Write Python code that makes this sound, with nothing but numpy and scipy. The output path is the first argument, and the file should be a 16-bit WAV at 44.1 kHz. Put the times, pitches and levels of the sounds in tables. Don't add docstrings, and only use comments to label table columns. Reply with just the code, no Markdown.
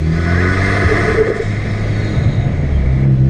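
import sys
import numpy as np
from scipy import signal
from scipy.fft import rfft, irfft
from scipy.io import wavfile
from scipy.ndimage import uniform_filter1d

SR = 44100
rng = np.random.default_rng(int(sys.argv[2]) if len(sys.argv) > 2 else 0)


def convert_level_to_amplitude(level_db):
    exponent = np.asarray(level_db, float) / 20
    return 10 ** exponent


def inscribe(sig):
    pcm = np.round(np.clip(np.atleast_2d(sig).T, -1, 1) * 32767)
    wavfile.write(sys.argv[1], SR, pcm.astype(np.int16))


N = 145089

# (time [s], firing rate [Hz], firing level [dB], intake roar [dB])
ENGINE_RUN = [(0, 77.7, -18, -41.5), (.1, 80.2, -17, -32), (.26, 84.9, -17, -24), (.45, 90.6, -16, -21),
              (.74, 98.4, -18, -18.5), (1.13, 104.5, -22, -19), (1.2, 105, -30, -23.5),
              (1.34, 105, -30, -26), (1.46, 104.5, -21, -32.5), (2.15, 105, -18, -32.5),
              (2.42, 101.1, -23, -38), (2.52, 93, -21, -37.5), (2.62, 79, -18, -38), (2.76, 69, -15.5, -39),
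              (2.9, 63.8, -15.5, -40), (3.05, 68.35, -24, -39.5), (3.17, 64.27, -21, -48),
              (3.29, 66.9, -16, -41.5)]
# (time [s], state [1])
DRIVE_STATE = [(.15, 0), (.45, 1), (.75, 1.25), (1.12, 1.3), (1.2, 2), (1.34, 2), (1.42, 3), (2.6, 3),
               (2.78, 3.3), (2.92, 3.3), (3.03, 4), (3.14, 4), (3.175, 3.6), (3.21, 3.95), (3.29, 3.85)]
# (multiple of firing rate [1], level in states 0 to 4 [dB] x 5)
FIRING_ORDERS = [(.5, -20, -18, -10, -15, -12), (1, 0, 0, 0, 0, 0), (1.5, -20, -16, -10, -16, -12),
                 (2, -1, -8, -5, -13, 11), (3, -15, -9, -2, -26, 1), (4, -14, -10, -24, -26, -20),
                 (4.5, -15, -20, -14, -28, -20), (5, -20, -20, -14, -34, -4)]
# (frequency [Hz], width [Hz], level [dB])
INTAKE_PEAKS = [(433.7, 49, -1), (686, 43.7, 0.5), (1033.4, 33, -6), (1157, 35, -4.5), (1256, 34.5, -1),
                (1491, 29.4, -1), (1655, 36, 0.5), (1752, 167, -1), (1977, 205, -1), (2078.5, 54, 2.5),
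                (2230, 50, -16), (2624, 80, -21.5)]
# (frequency [Hz], density [dB/Hz])
ROAD_COLOUR = [(12, -24.5), (22, -19), (109, -2), (269, -11.5), (690, -20), (890, -31.5), (2000, -36.5),
               (3500, -44.5)]
# (time [s], level [dB])
ROAD_COURSE = [(0, -27), (.5, -24), (.9, -21), (1.17, -20), (1.25, -23), (1.33, -29), (1.42, -25.5),
               (1.6, -23), (2.2, -20), (2.6, -21.5), (3.0, -22), (3.29, -25)]
# (time [s], level [dB])
TURBO_AIR = [(0, -41.5), (.08, -39.5), (.3, -36), (.65, -31.5), (1.14, -32.5), (1.19, -37), (1.234, -41.5),
             (1.295, -38), (1.33, -43.5), (1.37, -38), (1.4, -43), (1.415, -39.5), (1.55, -40), (2.1, -39),
             (2.45, -45), (3.04, -47.5), (3.07, -54), (3.12, -48.5)]
# (frequency [Hz], density [dB/Hz])
HISS_COLOUR = [(1500, -14.5), (2300, 1.5), (3000, -13), (5300, -12), (7000, -19), (9000, -26), (10300, -32),
               (15000, -47.5)]
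# (frequency [Hz], width [Hz], level [dB])
DUCT_PEAKS = [(3158, 23, 2.5), (3398, 45, 3), (3706, 16, 5), (4066, 84, 0.5), (4505, 75, -1.5),
              (5140, 140, -12), (5980, 33, -4), (6515, 120, -6), (8550, 260, -8), (9380, 120, -39)]
# (time [s], frequency [Hz], level [dB])
AIR_RUSH = [(0, 4300, -62), (.08, 4600, -51), (.2, 5200, -47), (.6, 5220, -44), (1.15, 5230, -46),
            (1.25, 5230, -52), (1.55, 5240, -50), (1.7, 5200, -65)]
# (time [s], frequency [Hz], level [dB])
SPOOL_UP = [(.12, 1470, -50), (.17, 1490, -36), (.25, 1470, -34), (.3, 1480, -24), (.335, 1490, -34),
            (.365, 1580, -29), (.39, 1680, -24), (.43, 1980, -25), (.47, 2070, -30), (.52, 2090, -70)]
# (time [s], frequency [Hz], level [dB])
WHEEL_WHISTLE = [(.35, 7900, -75), (.5, 8250, -55), (.65, 8700, -52), (.8, 8930, -50), (.95, 8780, -51),
                 (1.1, 8400, -51), (1.205, 8100, -51), (1.22, 8050, -75)]
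# (centre time [s], peak [dB], pitch [Hz], half length [s])
DUCT_TONES = [
    (.385, -27, 1680, 0.042),
    (.44, -21.5, 1470, 0.018),
    (0.58, -28, 1240, 0.036),
    (0.51, -23, 1485, 0.09),
    (0.64, -23, 2085, 0.067),
    (0.82, -18.5, 2050, 0.014),
    (.625, -24, 1760, 0.033),
    (2.76, -41, 3200, 0.033),
]
# (centre time [s], peak [dB], pitch [Hz], half length [s])
VALVE_FLUTTER = [(.83, -17, 366, 0.025), (.895, -16.5, 447, 0.032), (1.045, -19.5, 365, 0.039),
                 (.922, -10, 429, 0.029), (.99, -17, 354, 0.04), (1.058, -19, 423, .01),
                 (1.06, -22, 696, 0.022), (1.088, -11, 433, 0.028), (1.115, -13.5, 427, 0.017),
                 (1.12, -24, 700, 0.021), (.965, -15.5, 410, 0.02), (1.385, -25.5, 677, .025),
                 (1.45, -28.5, 698, 0.035), (1.15, -7.5, 400, 0.0088), (1.189, -6.5, 439, 0.022),
                 (1.214, -2.5, 431, 0.02), (1.252, -14, 440, 0.028), (1.274, -11, 487, 0.0082),
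                 (1.29, -8, 410, 0.0079), (1.304, -3.5, 435, 0.0048), (1.319, -11.5, 436, 0.016),
                 (1.365, -13, 425, 0.0076), (1.403, -9.5, 422, 0.012), (1.423, -17.5, 446, 0.022)]
# (centre time [s], peak [dB], pitch [Hz], half length [s])
BODY_BUMPS = [(.865, -8.5, 80, 0.044), (2.1, -26, 315, 0.11), (2.186, -2.5, 104, .012),
              (2.222, -5.5, 119, 0.014), (2.264, -2, 114.6, 0.012), (2.291, -7.5, 124, 0.031),
              (2.312, -11, 130, 0.011), (2.384, -5, 128, 0.014), (2.4, -5, 112, 0.012),
              (2.468, -4, 120, 0.016), (2.519, -11.5, 120.3, 0.0065)]
# (time [s], frequency [Hz], level [dB])
VENT_PUFFS = [(1.15, 7000, -68), (1.21, 7000, -54), (1.295, 7500, -53), (1.33, 7000, -61),
              (1.37, 7540, -45.5), (1.4, 7000, -58), (1.42, 6780, -47), (1.55, 6500, -53), (1.7, 6510, -72)]
# (time [s], frequency [Hz], level [dB])
THROTTLE_HISS = [(1.2, 2080, -50), (1.45, 2080, -35), (2.6, 2100, -39), (3.05, 2120, -36),
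                 (3.062, 2120, -60)]
# (time [s], frequency [Hz], level [dB])
SEAL_LEAK = [(1.3, 3750, -62), (1.45, 3750, -47), (1.8, 3750, -50), (2.1, 3750, -43), (2.42, 3750, -46),
             (2.55, 3750, -55), (2.9, 3750, -58), (3.05, 3750, -70)]
# (time [s], frequency [Hz], level [dB])
THIN_LEAK = [(1.3, 6750, -70), (1.6, 6750, -62), (1.9, 6720, -57), (2.15, 6700, -50), (2.45, 6680, -56),
             (2.7, 6670, -63), (2.9, 6670, -80)]
# (time [s], frequency [Hz], level [dB])
SPIN_DOWN = [(1.62, 5400, -65), (1.7, 5300, -47), (1.8, 5000, -56), (1.95, 4480, -50), (2.05, 4200, -41),
             (2.15, 4080, -46), (2.35, 4050, -48), (2.5, 4000, -62)]
# (time [s], frequency [Hz], level [dB])
BODY_BOOM = [(2.0, 140, -40), (2.22, 143, -24), (2.4, 140, -20), (2.52, 141, -23), (2.63, 140, -19),
             (2.74, 138, -24), (2.82, 131, -44)]

WAVER_DB, WOBBLE_SHARE = 1.6, 0.006
THROB_SHARE, THROB_DECAY_CYCLES = 0.29, 0.67
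DUCT_DB = -4.5
WIND_HZ, WIND_DB, GUST_DB = 57, -3.5, 0.8
DUCK_ABOVE_DB, DUCK_SHARE, RECOVER_DB_PER_S = -9, 0.45, 61


def evened(x):
    return x / np.sqrt(np.mean(x ** 2) + 1e-20)


def curve(table, index):
    rows = np.array(table, float)
    return np.interp(np.arange(N) / SR, rows[:, 0], rows[:, index])


def drift(top_hz):
    spectrum = rfft(rng.standard_normal(N))
    hz = np.fft.rfftfreq(N, 1 / SR)
    return evened(irfft(spectrum / (1 + (hz / top_hz) ** 4), N))


def coloured(points, patchy_db):
    frames, hz = N // 256 + 5, np.fft.rfftfreq(1024, 1 / SR)
    real, imag, patches = rng.standard_normal((frames, 513, 3)).T
    patches = uniform_filter1d(patches, size=10, axis=0)
    patches = evened(uniform_filter1d(patches, size=12, axis=1))
    points_hz, points_db = np.transpose(points)
    shape_db = np.interp(np.log(hz + 1), np.log(points_hz + 1), points_db, right=-120)[:, None]
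    cells = (real + 1j * imag) * convert_level_to_amplitude(shape_db + patchy_db * patches)
    return evened(signal.istft(cells, nperseg=1024, noverlap=768)[1][:N])


def ring(x, peaks, top_hz):
    hz = np.fft.rfftfreq(N, 1 / SR)
    gain = np.zeros(len(hz), complex)
    for k, (peak_hz, width_hz, db) in enumerate(peaks):
        detune_hz = hz - peak_hz * peak_hz / (hz + 1)
        gain += (-1) ** k * convert_level_to_amplitude(db) / (1 + 1j * detune_hz / width_hz)
    return evened(irfft(rfft(x) * gain / (1 + (hz / top_hz) ** 6), N))


def whistle(table, width_hz, fuzz):
    turn = np.exp(2j * np.pi * np.cumsum(curve(table, index=1)) / SR)
    noise = (drift(width_hz) + 1j * drift(width_hz)) / np.sqrt(2)
    sway = 1 - fuzz + fuzz * noise
    return np.sqrt(2) * convert_level_to_amplitude(curve(table, index=2)) * (turn * sway).real


def bursts(table, rough):
    t, out = np.arange(N) / SR, np.zeros(N)
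    for centre_s, db, hz, half_s in table:
        u = np.clip((t - centre_s) / half_s, -1, 1)
        swell = np.cos(np.pi * u / 2) ** 2
        out += convert_level_to_amplitude(db) * swell * np.cos(2 * np.pi * hz * (t - centre_s))
    return out * (1 + rough * drift(top_hz=150))


def firing_count():
    rate_hz = curve(ENGINE_RUN, index=1) * (1 + WOBBLE_SHARE * drift(top_hz=23.7))
    return np.cumsum(rate_hz) / SR


def engine(fired):
    state, out = curve(DRIVE_STATE, index=1), np.zeros(N)
    for order, *mix_db in FIRING_ORDERS:
        level_db = np.interp(state, np.arange(len(mix_db)), mix_db) + WAVER_DB * drift(top_hz=7.5)
        out += convert_level_to_amplitude(level_db) * np.cos(2 * np.pi * order * (fired + 0.3464))
    return np.sqrt(2) * convert_level_to_amplitude(curve(ENGINE_RUN, index=2)) * out


def intake(fired):
    pulse = np.exp(-(fired % 1) / THROB_DECAY_CYCLES)
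    gulps = 1 + THROB_SHARE * evened(pulse - THROB_DECAY_CYCLES)
    roar = ring(gulps * rng.standard_normal(N), INTAKE_PEAKS, top_hz=3550)
    return convert_level_to_amplitude(curve(ENGINE_RUN, index=3) + 1.1 * drift(top_hz=54)) * roar


def road():
    course_db = curve(ROAD_COURSE, index=1)
    wind = convert_level_to_amplitude(WIND_DB + course_db + GUST_DB * drift(top_hz=21)) * drift(WIND_HZ)
    tyres = convert_level_to_amplitude(course_db + 0.7 * drift(top_hz=14.3)) * coloured(ROAD_COLOUR, patchy_db=0.0)
    return tyres + wind


def turbo_air():
    level = convert_level_to_amplitude(curve(TURBO_AIR, index=1) + 0.38 * drift(top_hz=6.3))
    hiss = coloured(HISS_COLOUR, patchy_db=1.5)
    ducts = ring(rng.standard_normal(N), DUCT_PEAKS, top_hz=8500)
    air = evened(hiss + convert_level_to_amplitude(DUCT_DB) * ducts)
    return level * air + whistle(AIR_RUSH, width_hz=200, fuzz=0.98)


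def turbo_whistle():
    return whistle(SPOOL_UP, width_hz=8, fuzz=0.2) + whistle(WHEEL_WHISTLE, width_hz=20, fuzz=0.25)


def duct_tones():
    return bursts(DUCT_TONES, rough=0.2)


def valve_flutter():
    return bursts(VALVE_FLUTTER, rough=0.1)


def bumps():
    return bursts(BODY_BUMPS, rough=0.15)


def vent():
    return whistle(VENT_PUFFS, width_hz=1800, fuzz=0.86)


def closed_throttle():
    return whistle(THROTTLE_HISS, width_hz=204, fuzz=0.81)


def leaks_and_spin_down():
    seal = whistle(SEAL_LEAK, width_hz=79, fuzz=1.0)
    thin = whistle(THIN_LEAK, width_hz=60, fuzz=0.8)
    return seal + thin + whistle(SPIN_DOWN, width_hz=100, fuzz=0.92)


def body_boom():
    return whistle(BODY_BOOM, width_hz=8, fuzz=0.3)


def scene():
    fired = firing_count()
    mix = engine(fired) + intake(fired) + road() + turbo_air()
    mix += turbo_whistle() + duct_tones() + valve_flutter() + bumps()
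    mix += vent() + closed_throttle() + leaks_and_spin_down() + body_boom()
    return mix[None]


def low_pass(x):
    return signal.sosfilt(signal.butter(12, 15100, fs=SR, output="sos"), x)


def record(dry):
    x = signal.sosfilt(signal.butter(2, 18, "high", fs=SR, output="sos"), dry)
    power_db = 10 * np.log10(abs(uniform_filter1d(x[0] ** 2, size=900)) + 1e-12)
    fall_db = np.arange(N) * RECOVER_DB_PER_S / SR
    held_db = np.maximum.accumulate(power_db + fall_db) - fall_db
    over_db = np.maximum(held_db - DUCK_ABOVE_DB, 0)
    x = x / convert_level_to_amplitude(DUCK_SHARE * uniform_filter1d(over_db, size=300))
    return low_pass(1.104 * np.tanh(x / 1.057))


dry = scene()
out = record(dry)
inscribe(out)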